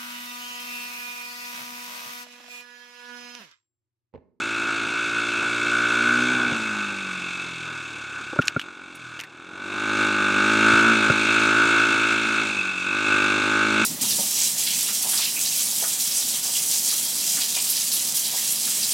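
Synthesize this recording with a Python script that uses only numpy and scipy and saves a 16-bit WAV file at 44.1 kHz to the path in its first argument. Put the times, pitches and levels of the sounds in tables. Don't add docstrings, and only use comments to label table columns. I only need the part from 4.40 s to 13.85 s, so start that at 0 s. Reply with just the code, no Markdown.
import sys
import numpy as np
from scipy import signal
from scipy.fft import rfft, irfft
from scipy.io import wavfile

SR = 44100
rng = np.random.default_rng(int(sys.argv[2]) if len(sys.argv) > 2 else 0)


def log_audio(samples):
    frames = np.atleast_2d(samples).T
    limited = np.clip(frames, -1, 1)
    pcm = np.round(limited * 32767).astype(np.int16)
    wavfile.write(sys.argv[1], SR, pcm)


N = 416744
TIME = np.arange(N) / SR


def undb(db):
    return 10 ** (np.asarray(db) / 20)


def unit(x):
    return x / np.sqrt(np.mean(x ** 2))


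def curve(rows):
    return np.interp(TIME, *np.transpose(rows))


def walk(per_s):
    knots = rng.standard_normal(4096)
    return np.interp(TIME * per_s, np.arange(len(knots)), knots)


def colour(x, points, tilt_db=0, size=8192):
    hz, db = np.transpose(points)
    octave = np.log2(np.maximum(np.fft.rfftfreq(size, 1 / SR), 1))
    outside = np.abs(octave - np.clip(octave, np.log2(hz[0]), np.log2(hz[-1])))
    gain = undb(np.interp(octave, np.log2(hz), db) + tilt_db * octave - 51.2 * outside)
    cepstrum = irfft(np.log(gain + 1e-9))
    cepstrum[1:size // 2] *= 2
    cepstrum[size // 2 + 1:] = 0
    return signal.oaconvolve(x, irfft(np.exp(rfft(cepstrum))))[:len(x)]


def strikes(cycle, at, scatter_db, jitter_s):
    chance = rng.standard_normal((1024, 2))[:int(cycle[-1])]
    when = (np.interp(np.arange(len(chance)) + at, cycle, TIME) + jitter_s * chance[:, 1]) * SR
    taps = when.astype(int)[:, None] + np.arange(-4, 5)
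    pulses = np.sinc(taps - when[:, None]) * undb(scatter_db * chance[:, :1])
    out = np.zeros(N)
    np.add.at(out, np.clip(taps, 0, N - 1), pulses)
    return out


def clatter(cycle, throttle, body, at, swell_db, loose_db, size=8192, count=340):
    phases = rng.uniform(0, 2 * np.pi, count)
    one_cycle = np.fft.ifft(np.r_[0, np.exp(1j * phases)], size).real
    pattern = unit(one_cycle[(cycle % 1 * size).astype(int)])
    loose = undb(loose_db - 7 * throttle) * rng.standard_normal(N)
    turn = 2 * np.pi * (cycle - at)
    force_db = swell_db * (np.cos(turn) - .5 * np.sin(2 * turn)) + .6 * walk(55)
    return unit(colour((pattern + loose) * undb(force_db), body))


# (frequency [Hz], gain [dB])
PIPE_RESPONSE = [(50, -20), (110, -1.5), (165, -7.5), (215, 1), (270, 5.5), (335, 8.5), (385, 3), (440, -5),
                 (500, -9), (590, -1), (690, -21.5), (780, -23.5), (845, -5), (950, -6.5)]

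def exhaust(cycle, throttle, effort_db):
    firings = strikes(cycle, at=-0.109, scatter_db=.5, jitter_s=.00002)
    puffs = rng.standard_normal(N) * undb(17 * np.cos(2 * np.pi * cycle))
    thump = unit(colour(firings, PIPE_RESPONSE))
    gas = undb(-7 - 40 * throttle) * unit(colour(puffs, PIPE_RESPONSE))
    return undb(effort_db - 11.5 + 6.5 * throttle) * (thump + gas)


# (frequency [Hz], gain [dB])
PISTON_RESPONSE = [(500, -28.5), (760, -19), (845, -14.5), (950, -18), (1090, -8), (1200, -2.5),
                   (1360, -0.5), (1500, 8.5), (1580, 0.5), (1700, -6), (1800, -13), (2000, -26.5)]

def piston(cycle, firing_hz, throttle, effort_db):
    lugging = throttle * np.clip((53 - firing_hz) / 11.3, 0, 1)
    slap_gain = 0.083 + 1.24 * lugging
    slap = unit(colour(strikes(cycle, at=0.0965, scatter_db=2.5, jitter_s=0), PISTON_RESPONSE))
    growl = clatter(cycle, throttle, PISTON_RESPONSE, at=.3, swell_db=2.4, loose_db=-4.5)
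    level_db = effort_db + 0.34 + 1.55 * walk(14)
    return undb(level_db) * (slap_gain * slap + growl) / np.hypot(1, slap_gain)


# (frequency [Hz], gain [dB])
COVER_RESPONSE = [(2300, -27.5), (2490, 2), (2610, 8), (2740, -12.5), (2870, -32.5)]
# (time [s], relative level [dB])
COVER_LEVEL = [(0, -6), (.9, -4), (1.85, -13), (2.9, -0.5), (3.6, -7), (5.3, -10), (6.5, -8), (6.85, 1),
               (7.05, -2), (7.15, -8.5), (7.95, -1.5), (8.3, 4), (9.1, -7), (9.45, -6.5)]

def engine_cover(cycle, throttle, effort_db):
    level_db = effort_db + curve(COVER_LEVEL) - 1.06 + 1.5 * walk(10)
    return undb(level_db) * clatter(cycle, throttle, COVER_RESPONSE, at=0.18, swell_db=1.5, loose_db=7.5)


# (frequency [Hz], gain [dB])
VALVE_RESPONSE = [(1990, -7), (2180, 2.5), (2300, 10.5), (2430, -1), (2750, 5), (2900, -10.5), (3020, -3.5),
                  (3130, -11), (3360, 1), (3720, 1.5), (3900, -6), (4020, -8.5), (4200, -4), (4450, -21)]
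# (frequency [Hz], gain [dB])
CHAIN_RESPONSE = [(4300, -2.5), (4620, 0), (4950, -2), (5400, -4), (5650, -0.5), (5900, -4), (6450, 2),
                  (6780, -3), (7050, -1.5), (8300, -4.5), (9250, -10.5), (10200, -19.5), (12100, -26.5),
                  (15400, -33)]

def valves_and_chain(cycle, throttle, effort_db):
    valves = clatter(cycle, throttle, VALVE_RESPONSE, at=.2, swell_db=3, loose_db=3)
    chain = clatter(cycle, throttle, CHAIN_RESPONSE, at=0.15, swell_db=2.5, loose_db=10.5)
    gear = undb(-4.5) * valves + undb(-14.5) * chain
    for echo_s in (.0037, .0083):
        gear = gear + undb(-12) * np.interp(TIME - echo_s, TIME, gear, left=0)
    through_cover_db = 0.3 * curve(COVER_LEVEL)
    return undb(effort_db + through_cover_db - 2) * unit(gear)


# (time [s], level relative to the effort [dB])
DRONE_LEVEL = [(0, -16), (1.4, -11.5), (1.75, -5), (2.7, -7.5), (3.7, -19.5), (5.2, -16.5), (6.5, -6.5),
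               (7.3, -14.5), (8.3, -10), (8.8, -21), (9.4, -9)]

def frame_drone(cycle, effort_db):
    crank_turns = 2 * cycle
    level_db = effort_db + curve(DRONE_LEVEL) + 1.5 * walk(8)
    return undb(level_db) * np.sqrt(2) * np.cos(2 * np.pi * 2 * crank_turns)


def frame_boom(cycle, firing_hz, throttle, effort_db, resonance_hz=123, half_width_hz=6):
    boom = sum(np.cos(2 * np.pi * k * cycle) / np.hypot(1, (k * firing_hz - resonance_hz) / half_width_hz)
               for k in (2, 3))
    return undb(effort_db - 7 - 10.5 * throttle) * boom


# (frequency [Hz], gain [dB])
DIRT_SPECTRUM = [(30, -36), (55, -14), (330, 1.5), (550, -8.5), (1100, -2)]

def tyres(effort_db):
    level_db = -26 + .6 * effort_db + 2.77 * walk(15)
    return undb(level_db) * unit(colour(rng.standard_normal(N), DIRT_SPECTRUM))


def ring(modes, pitch, t):
    return sum(undb(db) * t / swell_s * np.exp(1 - t / swell_s) * np.sin(2 * np.pi * hz * pitch * t)
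               for hz, db, swell_s in modes)


# (time [s], level [dB], relative case level [dB], frame pitch [ratio])
BLOWS = [(2.118, -15.5, -12, 0.98), (3.929, -19.5, -21, 2.1), (3.96, -21, -27, 2.4),
         (3.989, -4, -10.5, 1.05), (4.163, -10.5, -9.5, 1.027), (6.331, -17, -20, 0.56),
         (6.699, -5, -11.5, 0.988)]
# (base frequency [Hz], level [dB], swell time [s])
FRAME_RING = [(152, -6.5, 0.0026), (240, -11.5, 0.0044), (395, -13.5, 0.0031), (538, -11.5, 0.0021)]
# (base frequency [Hz], level [dB], swell time [s])
CASE_RING = [(1527, 5.5, 0.0029), (1200, -33, 0.0052), (2480, -11, 0.00093)]

def suspension():
    out, t = np.zeros(N + SR), TIME[:4096]
    for start_s, db, case_db, pitch in BLOWS:
        blow = ring(FRAME_RING, pitch, t) + undb(case_db) * ring(CASE_RING, 0.92, t)
        out[int(start_s * SR):][:len(t)] += undb(db) * blow
    return out[:N]


# (time [s], crunch peak [dB], tilt [dB/octave], buzz pitch [Hz])
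LOOSE_HITS = [(4.016, -24, 2, 1700), (4.021, -22, -7, 3050), (4.054, -37, 7, 6650), (4.073, -22, 13, 4870),
              (4.081, -1.5, 3, 2600), (4.195, -13, -8.5, 3145), (4.214, -24, 3, 3052),
              (4.553, -55, 1, 9400), (4.792, -19.5, -11.5, 2194), (4.801, -20, 10, 2308),
              (4.810, -24.5, 17, 2278), (4.836, -27, -10, 1910)]
# (frequency [Hz], gain [dB])
CRUNCH_SPECTRUM = [(300, -39), (1000, -23), (1600, -0.5), (2200, -2), (2750, 13.5), (3900, -5),
                   (5600, -2.5), (6300, -6), (8500, -22), (15000, -44)]

def loose_parts(swell_s=.0006, chatter_s=.008):
    out, t = np.zeros(N + SR), TIME[:4096]
    for start_s, db, tilt_db, buzz_hz in LOOSE_HITS:
        contact = rng.standard_normal(len(t)) * t / swell_s * np.exp(1 - t / swell_s)
        crunch = colour(contact, CRUNCH_SPECTRUM, tilt_db)
        chatter = rng.standard_normal(len(t)) * np.exp(-t / chatter_s)
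        buzz = signal.lfilter(*signal.iirpeak(buzz_hz, Q=5, fs=SR), chatter)
        buzz_db = 0.28 * db - 22
        clack = undb(db) * crunch / np.abs(crunch).max() + undb(buzz_db) * buzz / np.abs(buzz).max()
        out[int(start_s * SR):][:len(t)] += clack
    return out[:N]


# (time [s], firing rate [Hz])
FIRING_RATE = [(0.0, 55.42), (0.42, 55.52), (0.5, 57.04), (0.87, 58.46), (0.97, 55.94), (1.1, 59.32),
               (1.63, 58.87), (1.92, 62.64), (2.08, 60.7), (2.18, 55.4), (2.79, 45.66), (2.94, 45.0),
               (3.45, 38.89), (3.68, 34.82), (4.03, 34.77), (4.21, 44.22), (4.45, 45.6), (4.87, 37.05),
               (5.03, 43.28), (5.42, 52.9), (5.95, 49.92), (6.1, 53.29), (6.5, 56.4), (6.68, 52.32),
               (6.92, 54.9), (7.08, 53.58), (7.29, 55.96), (8.02, 54.47), (8.21, 47.98), (8.42, 45.7),
               (8.61, 52.04), (8.79, 50.23), (9.45, 54.33)]
# (time [s], opening [0-1])
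THROTTLE_OPENING = [(2.05, .45), (2.2, .25), (3.5, .15), (3.9, 0), (4.25, .7), (4.45, .6), (4.65, 0),
                    (5.0, .85), (6.7, .8), (8.0, .6), (8.4, .25), (8.48, .85)]
# (time [s], level [dB])
ENGINE_EFFORT = [(0.0, -28.5), (0.69, -28.5), (1.84, -22.5), (2.57, -33.5), (3.63, -38), (3.85, -38),
                 (4.36, -44), (4.78, -41), (4.85, -48), (5.15, -41), (5.32, -31), (5.62, -21.5),
                 (5.78, -24.5), (6.34, -17.5), (6.77, -23), (7.28, -20), (8.02, -26), (8.33, -34.5),
                 (8.74, -23), (9.26, -22), (9.45, -20)]

def scene():
    firing_hz, throttle, effort_db = curve(FIRING_RATE), curve(THROTTLE_OPENING), curve(ENGINE_EFFORT)
    cycle = np.cumsum(firing_hz * (1 + .005 * walk(11))) / SR
    mix = exhaust(cycle, throttle, effort_db)
    mix += piston(cycle, firing_hz, throttle, effort_db)
    mix += engine_cover(cycle, throttle, effort_db)
    mix += valves_and_chain(cycle, throttle, effort_db)
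    mix += frame_drone(cycle, effort_db)
    mix += frame_boom(cycle, firing_hz, throttle, effort_db)
    mix += tyres(effort_db)
    bass_cut = signal.butter(4, 85, "high", fs=SR, output="sos")
    mix += signal.sosfilt(bass_cut, suspension() + loose_parts())
    return np.tile(mix, (2, 1))


def record(dry, top_hz=15400):
    return signal.sosfilt(signal.ellip(8, .2, 70, top_hz, fs=SR, output="sos"), dry)


dry = scene()
out = record(dry)
log_audio(out)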